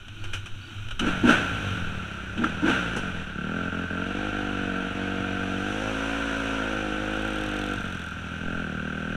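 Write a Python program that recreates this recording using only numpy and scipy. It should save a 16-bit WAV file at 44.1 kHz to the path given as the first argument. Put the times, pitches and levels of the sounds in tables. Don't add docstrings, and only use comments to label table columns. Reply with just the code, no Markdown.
import sys
import numpy as np
from scipy import signal
from scipy.io import wavfile
from scipy.ndimage import uniform_filter1d

SR = 44100
rng = np.random.default_rng(int(sys.argv[2]) if len(sys.argv) > 2 else 0)


def elevation(decibels):
    levels = np.asarray(decibels, float)
    return 10 ** (levels / 20)


def store_wav(level_fs):
    pcm = np.round(np.clip(np.atleast_2d(level_fs), -1, 1) * 32767)
    wavfile.write(sys.argv[1], SR, pcm.T.astype(np.int16))


N = 403956
T = np.arange(N) / SR

# t/s, starting f/Hz, level/dB
CHIRPS = [
    (.193, 4370, -60),
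    (.608, 4420, -56),
]
# t/s, exhaust thrum f/Hz, nearness level/dB
QUAD = [(0, 93.5, -3.5), (.3, 94, -1.6), (1, 105.5, -1), (1.7, 102, 3), (2.2, 99.2, -5), (3, 112.6, -8)]
# t/s, level/dB
MOVEMENTS = [(.01, -43), (.28, -27), (.92, -25.5), (1.25, -35), (1.879, -32.5), (2.401, -37), (3.09, -31),
             (4.2, -49), (5.7, -55), (6.78, -40), (7.12, -53), (7.37, -52), (8.01, -47), (8.49, -37),
             (8.75, -48), (9.15, -39)]
# t/s, peak level/dB, fizz level/dB re peak, low knock level/dB re peak, time to fall 60 dB/s
HITS = [
    (0.08, -36.5, -16, -27, 0.056),
    (0.2375, -34.5, -14, -17, 0.15),
    (0.3316, -27, -13, -32, 0.18),
    (0.457, -35, -13, -25, 0.13),
    (0.8837, -30.5, -17, -18, 0.036),
    (0.9065, -30, -17, -30, 0.094),
    (0.9921, -21, -15, -31, 0.11),
    (2.374, -32, -22, -20, 0.13),
    (2.439, -27, -16, -25, .07),
    (2.962, -32.5, -7, 3.5, 0.19),
]
# t/s, slaps per second/Hz, level/dB
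CHAIN = [(6.7, 33.5, -95), (6.95, 34.6, -62), (7.2, 35.5, -49), (7.4, 38, -47), (7.7, 41.5, -48),
         (7.9, 43, -52), (8.05, 43.5, -49), (8.2, 43.8, -66), (8.4, 44, -95)]
# f/Hz, width/Hz, level/dB
CHAIN_RING = [(8300, 1000, -1), (11500, 1500, -13), (6000, 900, 1), (14300, 1200, -24), (3450, 700, 12),
              (7000, 700, -3)]
# t/s, level/dB
BACKFIRE = [
    (2.4382, -21),
    (2.4432, -15.5),
    (2.466, -28),
]
# f/Hz, width/Hz, level/dB
BACKFIRE_RING = [(1349, 150, -1), (1570, 200, -5), (690, 410, -13), (2610, 850, -15)]

# f/Hz, level/dB
HOUSING = [(300, -14.5), (700, -11), (1050, -17), (1250, -9.5), (1380, 0), (1540, -3.5), (1700, -9.5),
           (2070, -16.5), (2500, -8.5), (2700, -9.5), (3050, -11.5), (3900, -22), (4700, -37), (16000, -99)]
# f/Hz, level/dB
HOUSING_TOP = [(2000, -70), (3600, -3), (4600, -9), (5200, -7.5), (5900, 4.5), (6600, -4.5), (8200, -7),
               (9500, -11), (12000, -20.5), (15000, -32), (16000, -84)]
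# f/Hz, level/dB
HOUSING_CLANK = [(300, -18.5), (850, -16.5), (1100, -17), (1450, 0), (1700, -12.5), (2050, -20),
                 (2480, -5.5), (2750, -8), (3050, -4), (3400, -14.5), (3850, -12.5), (4300, -28),
                 (5000, -66), (16000, -99)]

# opening t/s, held/s, exhaust level/dB, clatter level/dB, speed gain/Hz
BLIPS = [
    (0.991, 0.091, -27.5, -31, 10.3),
    (1.226, 0.079, -20.5, -19.5, 31),
    (2.355, .11, -29.5, -39, 13),
    (2.615, 0.081, -23, -27.5, 30.8),
]
# start t/s, length/s
PULLS = [
    (3.32, 4.42),
    (8.385, 1.2),
]
# t/s, firings per second/Hz
RIDE_SPEED = [(3.36, 32.96), (3.55, 43.47), (3.97, 43.95), (4.25, 51.05), (4.75, 46.82), (5.05, 47.72),
              (5.56, 47.38), (5.77, 52.25), (6.1, 55.91), (6.56, 54.94), (6.93, 51.3), (7.25, 53.1),
              (7.76, 48.94), (8.1, 40.3), (8.4, 41.65), (8.59, 43.5), (8.68, 38.22), (9.16, 41.22)]
# t/s, level/dB
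EFFORT = [(3.36, -0.5), (4, -0.5), (4.3, 0), (5.4, -0.5), (5.7, 0.2), (6.4, 0), (6.8, 0.5), (7.7, -0.5),
          (8.2, -2), (9.16, -1.5)]
# t/s, level/dB
ROAD_RUSH = [(3.4, -2), (5.3, -1), (5.8, 3), (6.6, 1.5), (7.2, -0.5), (8.2, -0.5), (9.16, -1.5)]
# t/s, level/dB
MISFIRES = [(3.128, -8), (3.232, -9), (3.709, -16), (3.857, -12), (3.88, -12), (4.045, -6), (4.13, -9),
            (4.315, -8), (4.897, -9), (4.939, -12), (7.827, -11), (7.982, -7), (8.045, -9), (8.103, -9),
            (8.154, -10)]
# f/Hz, level/dB
PIPE_SHUT = [(40, -55), (70, -30), (110, 2), (150, 8), (190, 9.5), (260, -6), (330, -32), (420, 0),
             (1500, -99)]
# f/Hz, level/dB
PIPE_UPPER = [(250, -39), (400, -16), (470, 7), (530, 0), (590, -5), (690, -3), (790, -6), (940, 2.5),
              (1050, -15), (2500, -99)]
# f/Hz, width/Hz, level/dB
HONK = [(238.7, 29, 4.5), (310, 28, -2), (292, 80, -2)]
# f/Hz, width/Hz, level/dB
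KNOCK = [(1393, 75, 11), (1530, 115, 11.5), (2630, 330, -7.5)]
ORDER_SPEEDS = [42, 47.5, 51.8, 55]
# multiple of the firing rate, level/dB
ORDERS_SLOW = [(1, -13), (2, -5), (3, -14), (4, -2), (5, 0), (6, -2), (7, -7), (8, -16), (9, -11),
               (10, -11), (11, -15), (12, -14.5), (13, -12.5), (14, -15.5), (15, -17.5), (16, -25),
               (17, -18.5), (18, -21), (19, -20), (20, -21)]
ORDERS_MID = [(1, -7), (2, -6), (3, -102), (4, 2.5), (5, 5.5), (6, 3.5), (7, 0.5), (8, -10.5), (9, -8),
              (10, 1.5), (11, -7), (12, -9), (13, -58), (14, -1), (15, -2), (16, -12), (17, -14), (18, -36),
              (19, -13.5), (20, -12)]
ORDERS_BRISK = [(1, -8), (2, -6), (3, -54), (4, 4.5), (5, 1.5), (6, 9.5), (7, -5.5), (8, -5.5), (9, 3),
                (10, 9), (11, -22), (12, -5), (13, -7.5), (14, 3), (15, 2), (16, -7), (17, -5.5), (18, -14),
                (19, -17), (20, -38)]
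ORDERS_FAST = [(1, -3), (2, -13), (3, -22.5), (4, 4), (5, 2), (6, -7), (7, -7), (8, -20), (9, 6.5),
               (10, -3.5), (11, -26), (12, -1), (13, -4.5), (14, -16), (15, -32), (16, -25), (17, -5),
               (18, -7), (19, -8), (20, -30)]
# f/Hz, level/dB
FRAME = [(30, -57), (40, -56), (47, -41), (55, -37), (70, -45), (86, -41), (101, -44.5), (111, -58)]
# t/s, level/dB
SHAKE_DIPS = [(2.799, -12), (3.54, -4), (4.09, -5), (4.82, -28), (6.91, -29)]
# t/s, level/dB
WALL = [(1, -14), (4.3, -14.5), (5, -7.5), (6.55, -7.5), (6.95, -16), (7.5, -24.5)]

COASTING, BLIPPING, PULLING = (.25, .17, .04, .27), (.9, .6, .93, .35), (.97, .05, .008, .25)
# when lugging at low speed, off the throttle in gear, per Hz above 35 Hz out of gear
LUGGING, OVERRUN, FREE_PER_HZ = (0, .05, .012, .45), (.3, .16, .02, .2), (.008, .004, .003, 0)
CLUTCH_S, CRANK_AT_CLUTCH = 3.36, .11


def evened(x):
    return x / np.sqrt(np.mean(x ** 2) + 1e-20)


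def ramp(x):
    return np.clip(x, 0, 1)


def curves(rows):
    s, *columns = np.transpose(rows)
    return [np.interp(T, s, column) for column in columns]


def noise():
    return rng.standard_normal(N)


def clicks(at, size):
    return np.bincount(np.clip(at, 0, N - 1).astype(int), size, N)


def colour(x, points):
    hz, db = np.transpose(points)
    bins = abs(np.fft.fftfreq(16384, 1 / SR))
    log_gain = np.log(elevation(np.interp(np.log(bins + 1), np.log(hz), db)))
    taps = np.fft.ifft(np.exp(np.conj(signal.hilbert(log_gain)))).real[:4096]
    return signal.oaconvolve(x, taps / np.linalg.norm(taps))[:len(x)]


def resonate(x, hz, width):
    turn = np.exp(2j * np.pi * np.cumsum(hz * np.ones(len(x))) / SR)
    r = np.exp(-np.pi * width / SR)
    smooth = signal.lfilter([(1 - r) ** 2], [1, -2 * r, r * r], x / turn)
    return 2 * (turn * smooth).real


def ring_all(x, tones):
    return evened(sum(elevation(db) * resonate(x, hz, width) for hz, width, db in tones))


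def cricket():
    out = np.zeros(N)
    t = np.arange(round(.117 * SR)) / SR
    notes = np.sin(np.pi * 51.5 * t) ** 6
    swell = (t + .01) / .035 * np.exp(-t / .036)
    for s, hz, db in CHIRPS:
        pitch = hz + 150 * np.sin(np.pi * t / .11)
        tone = np.sin(2 * np.pi * np.cumsum(pitch) / SR)
        out[round(s * SR):][:len(t)] += 4 * elevation(db) * swell * notes * tone
    return out


def quad():
    hz, near_db = curves(QUAD)
    period_s = .47
    blip = np.sin(np.pi * (T - .05) / period_s) ** 2
    thrum_db = -39.5 + .5 * blip + near_db
    clatter_db = -45.5 + 2.5 * blip + 1.2 * near_db
    whir_db = -60 + 8.5 * blip + .27 * near_db
    throb = 3.15 + np.exp(-(np.cumsum(hz) / SR / 4 % 1) / .087)
    thrum = evened(resonate(throb * noise(), hz, 24) + .38 * resonate(noise(), 2 * hz, 135))
    clatter = evened(colour(throb * noise(), HOUSING_CLANK)) + elevation(-16) * colour(noise(), HOUSING_TOP)
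    clatter += elevation(-25) * np.gradient(noise())
    rising_hz = 262 + 190 * ((T - .05) % period_s)
    whir = evened(resonate(noise(), rising_hz, 8.8) + resonate(noise(), rising_hz + 40.6, 22))
    return elevation(thrum_db) * thrum + elevation(clatter_db) * clatter + elevation(whir_db) * whir


def movements():
    s, db = np.transpose(MOVEMENTS)[:, :, None]
    rise_db_per_s, fall_db_per_s, sway_db = 130, 51, -51
    lump_db = db - np.maximum((s - T) * rise_db_per_s, (T - s) * fall_db_per_s)
    return elevation(np.maximum(lump_db.max(0), sway_db)) * evened(resonate(noise(), 5.8, 26))


def hits():
    s, db, fizz_db, knock_db, t60 = np.transpose(HITS)[:, :, None]
    age = T[:7 * SR // 2] - s
    rise = ramp(age / .003)
    burst = elevation(db - 60 * np.maximum(age, 0) / t60) * rise * noise()[:age.shape[1]]
    clank = colour(burst.sum(0), HOUSING_CLANK)
    fizz = colour((elevation(fizz_db) * burst).sum(0), HOUSING_TOP)
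    knock = resonate((elevation(knock_db) * burst).sum(0), 250, 980)
    ring = clank + fizz + 5.4 * knock
    return np.pad(ring, (0, N - len(ring)))


def chain():
    hz, db = curves(CHAIN)
    turns = np.cumsum(hz) / SR
    turns += 300 - turns[round(7.221 * SR)]
    size = elevation(1.3 * rng.standard_normal(1000))[turns.astype(int)]
    slaps = size * np.exp(-(turns % 1) / .14) * noise()
    return elevation(db) * ring_all(slaps, CHAIN_RING)


def backfire():
    s, db = np.transpose(BACKFIRE)
    pops = clicks(s * SR, -elevation(db))
    return sum(elevation(d) * SR / (.84 * w) * resonate(pops, f, w) / 2 for f, w, d in BACKFIRE_RING)


def frame_shake_db(hz, blip, pull):
    f, db = np.transpose(FRAME)
    push_db = .5 * blip - .5 * (1 - pull)
    dips_db = sum(d * ramp(1 - abs(T - s) / .095) for s, d in SHAKE_DIPS)
    return np.interp(hz, f, db) + push_db, np.interp(2 * hz, f, db) + push_db + dips_db


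def controls():
    s, held, gulp_db, rap_db, gain_hz = np.transpose(BLIPS)[:, :, None]
    age, after = T - s, np.maximum(T - s - held, 0)
    stall_hz, kicked_hz, sag_s, lead_s, lag_s = 24.9, 16.3, .48, .02, .045
    spin = ramp((age + lead_s) / (held + lead_s + lag_s)) * np.exp(-np.maximum(after - lag_s, 0) / sag_s)
    free_hz = stall_hz + kicked_hz * np.exp(-np.maximum(T - 1, 0) / sag_s) + (gain_hz * spin).sum(0)
    ride_hz, effort_db = curves(RIDE_SPEED) + curves(EFFORT)
    gear = ramp((T - CLUTCH_S) / .15 + 1)
    hz = free_hz + gear * (ride_hz - free_hz)

    opened = ramp(age / .025) * np.exp(-after / .02)
    build = ramp(age / held) ** 2 * np.exp(-after / .043)
    blip = (ramp(age / .02) * ramp(1 - after / .05)).max(0)
    pull = sum(ramp((T - a) / .055) * ramp((a + long - T) / .055 + 1) for a, long in PULLS)
    lug = pull * ramp((48.5 - hz) / 5)
    fast = hz - 45
    coasting, blipping, pulling, lugging, overrun, per_hz = np.array(
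        [COASTING, BLIPPING, PULLING, LUGGING, OVERRUN, FREE_PER_HZ])[:, :, None]
    state = coasting + blip * (blipping - coasting) + pull * (pulling - coasting)
    state = state + lug * lugging + gear * (1 - pull) * overrun
    state += per_hz * np.maximum(fast + 10, 0) * (1 - blip) * (1 - gear)

    coast_db = -38 + .2264 * fast
    exhaust = elevation(coast_db + pull * (-33 - coast_db) + gear * effort_db) + (elevation(gulp_db) * opened).sum(0)
    clatter_db = -35.5 + .2938 * fast + .1 * pull + 2.5 * lug + .5 * gear * effort_db
    clatter = elevation(clatter_db) + (elevation(rap_db) * build).sum(0)
    upper_db = -10.5 + pull * (3.5 + .2965 * fast) - 6 * ramp(blip - build.max(0))
    fizz = clatter * elevation(-21.5 - 3 * lug + gear * curves(ROAD_RUSH)[0])
    return hz, (exhaust, upper_db, clatter, fizz), frame_shake_db(hz, blip, pull), state


def exhaust_tones(turns, hz):
    tables = np.array([ORDERS_SLOW, ORDERS_MID, ORDERS_BRISK, ORDERS_FAST])[:, 2:]
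    half = np.log(elevation(np.r_[-14, -16, -16, tables[0, :, 1], np.linspace(-26, -45, 12)]))
    lag = signal.hilbert(np.r_[half, half[-2:0:-1]]).imag[3:21, None]
    size = np.array([np.interp(hz, ORDER_SPEEDS, elevation(db)) for db in tables[:, :, 1].T])
    order = tables[0, :, :1]
    waves = -size * np.cos(2 * np.pi * order * (turns - .07) - lag)
    parts = order[:, 0] < 9, order[:, 0] >= 9
    return [np.sqrt(2) * waves[part].sum(0) / np.linalg.norm(size[part], axis=0) for part in parts]


def engine():
    hz, levels, (once_db, twice_db), (load, uneven, honk, knocking) = controls()
    exhaust_level, upper_db, clatter_level, fizz_level = levels
    turns = np.cumsum(hz) / SR
    turns += CRANK_AT_CLUTCH - turns[round(CLUTCH_S * SR)]

    at = np.flatnonzero(np.diff(np.floor(turns)))
    luck = rng.standard_normal((1000, 3))[:len(at)].T
    force_db = 7 * uneven[at] * luck[0]
    for s, db in MISFIRES:
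        force_db[np.argmin(abs(at / SR - s))] = db
    late_s = .002 * uneven[at] * luck[1]
    cycle = np.maximum(np.searchsorted(at, np.arange(N)) - 1, 0)
    force = uniform_filter1d(elevation(force_db)[cycle], size=150)

    lower, higher = exhaust_tones(turns - hz * uniform_filter1d(late_s[cycle], size=300), hz)
    pops = -clicks(at + late_s * SR, elevation(force_db) * np.sqrt(SR / hz[at]))
    pipe = np.sqrt(load) * force * lower + np.sqrt(1 - load) * colour(pops, PIPE_SHUT)
    puff = elevation(.52 * force_db[cycle]) * np.exp(-(turns % 1) / 1.15)
    gulp = (.5 + puff) * noise()
    intake = ring_all(gulp, HONK)
    upper = np.sqrt(1 - honk) * force * higher + np.sqrt(honk) * evened(colour(gulp, PIPE_UPPER))
    low = np.sqrt(1 - honk) * pipe + np.sqrt(honk) * intake + elevation(upper_db) * upper

    slap = np.exp(-((turns + .18) % 1) / .2)
    blows = clicks(at - .18 * SR / hz[at] + 25 * luck[1], elevation(1.2 * luck[2])) + .025 * slap * noise()
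    knock = ring_all(blows, KNOCK)
    rattle = evened(colour((.57 + .5 * puff + .12 * slap) * noise(), HOUSING))
    clatter = np.sqrt(knocking) * knock + np.sqrt(1 - knocking) * rattle
    fizz = evened(colour((.69 + .5 * puff + .5 * slap) * noise(), HOUSING_TOP))

    shake = elevation(once_db) * np.sin(2 * np.pi * turns) + elevation(twice_db) * np.sin(4 * np.pi * turns + 1)
    mix = exhaust_level * low + fizz_level * fizz + clatter_level * clatter + np.sqrt(2) * shake
    return mix * ramp((T - .98) / .056)


def scene():
    background = cricket() + quad() + movements()
    bike = engine()
    wall = elevation(curves(WALL)[0]) * np.interp(T - .011, T, bike)
    return (background + hits() + chain() + backfire() + bike + wall)[None]


def roll_off(x):
    return signal.sosfilt(signal.butter(12, 15280, fs=SR, output="sos"), x)


def record(dry):
    low_pass = signal.firwin(255, 15200, window=("kaiser", 8), fs=SR)
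    fade = ramp((T[-1] - T) / .003)
    mix = signal.oaconvolve(dry * fade, low_pass[None], "same")
    return roll_off(mix)


dry = scene()
out = record(dry)
store_wav(out)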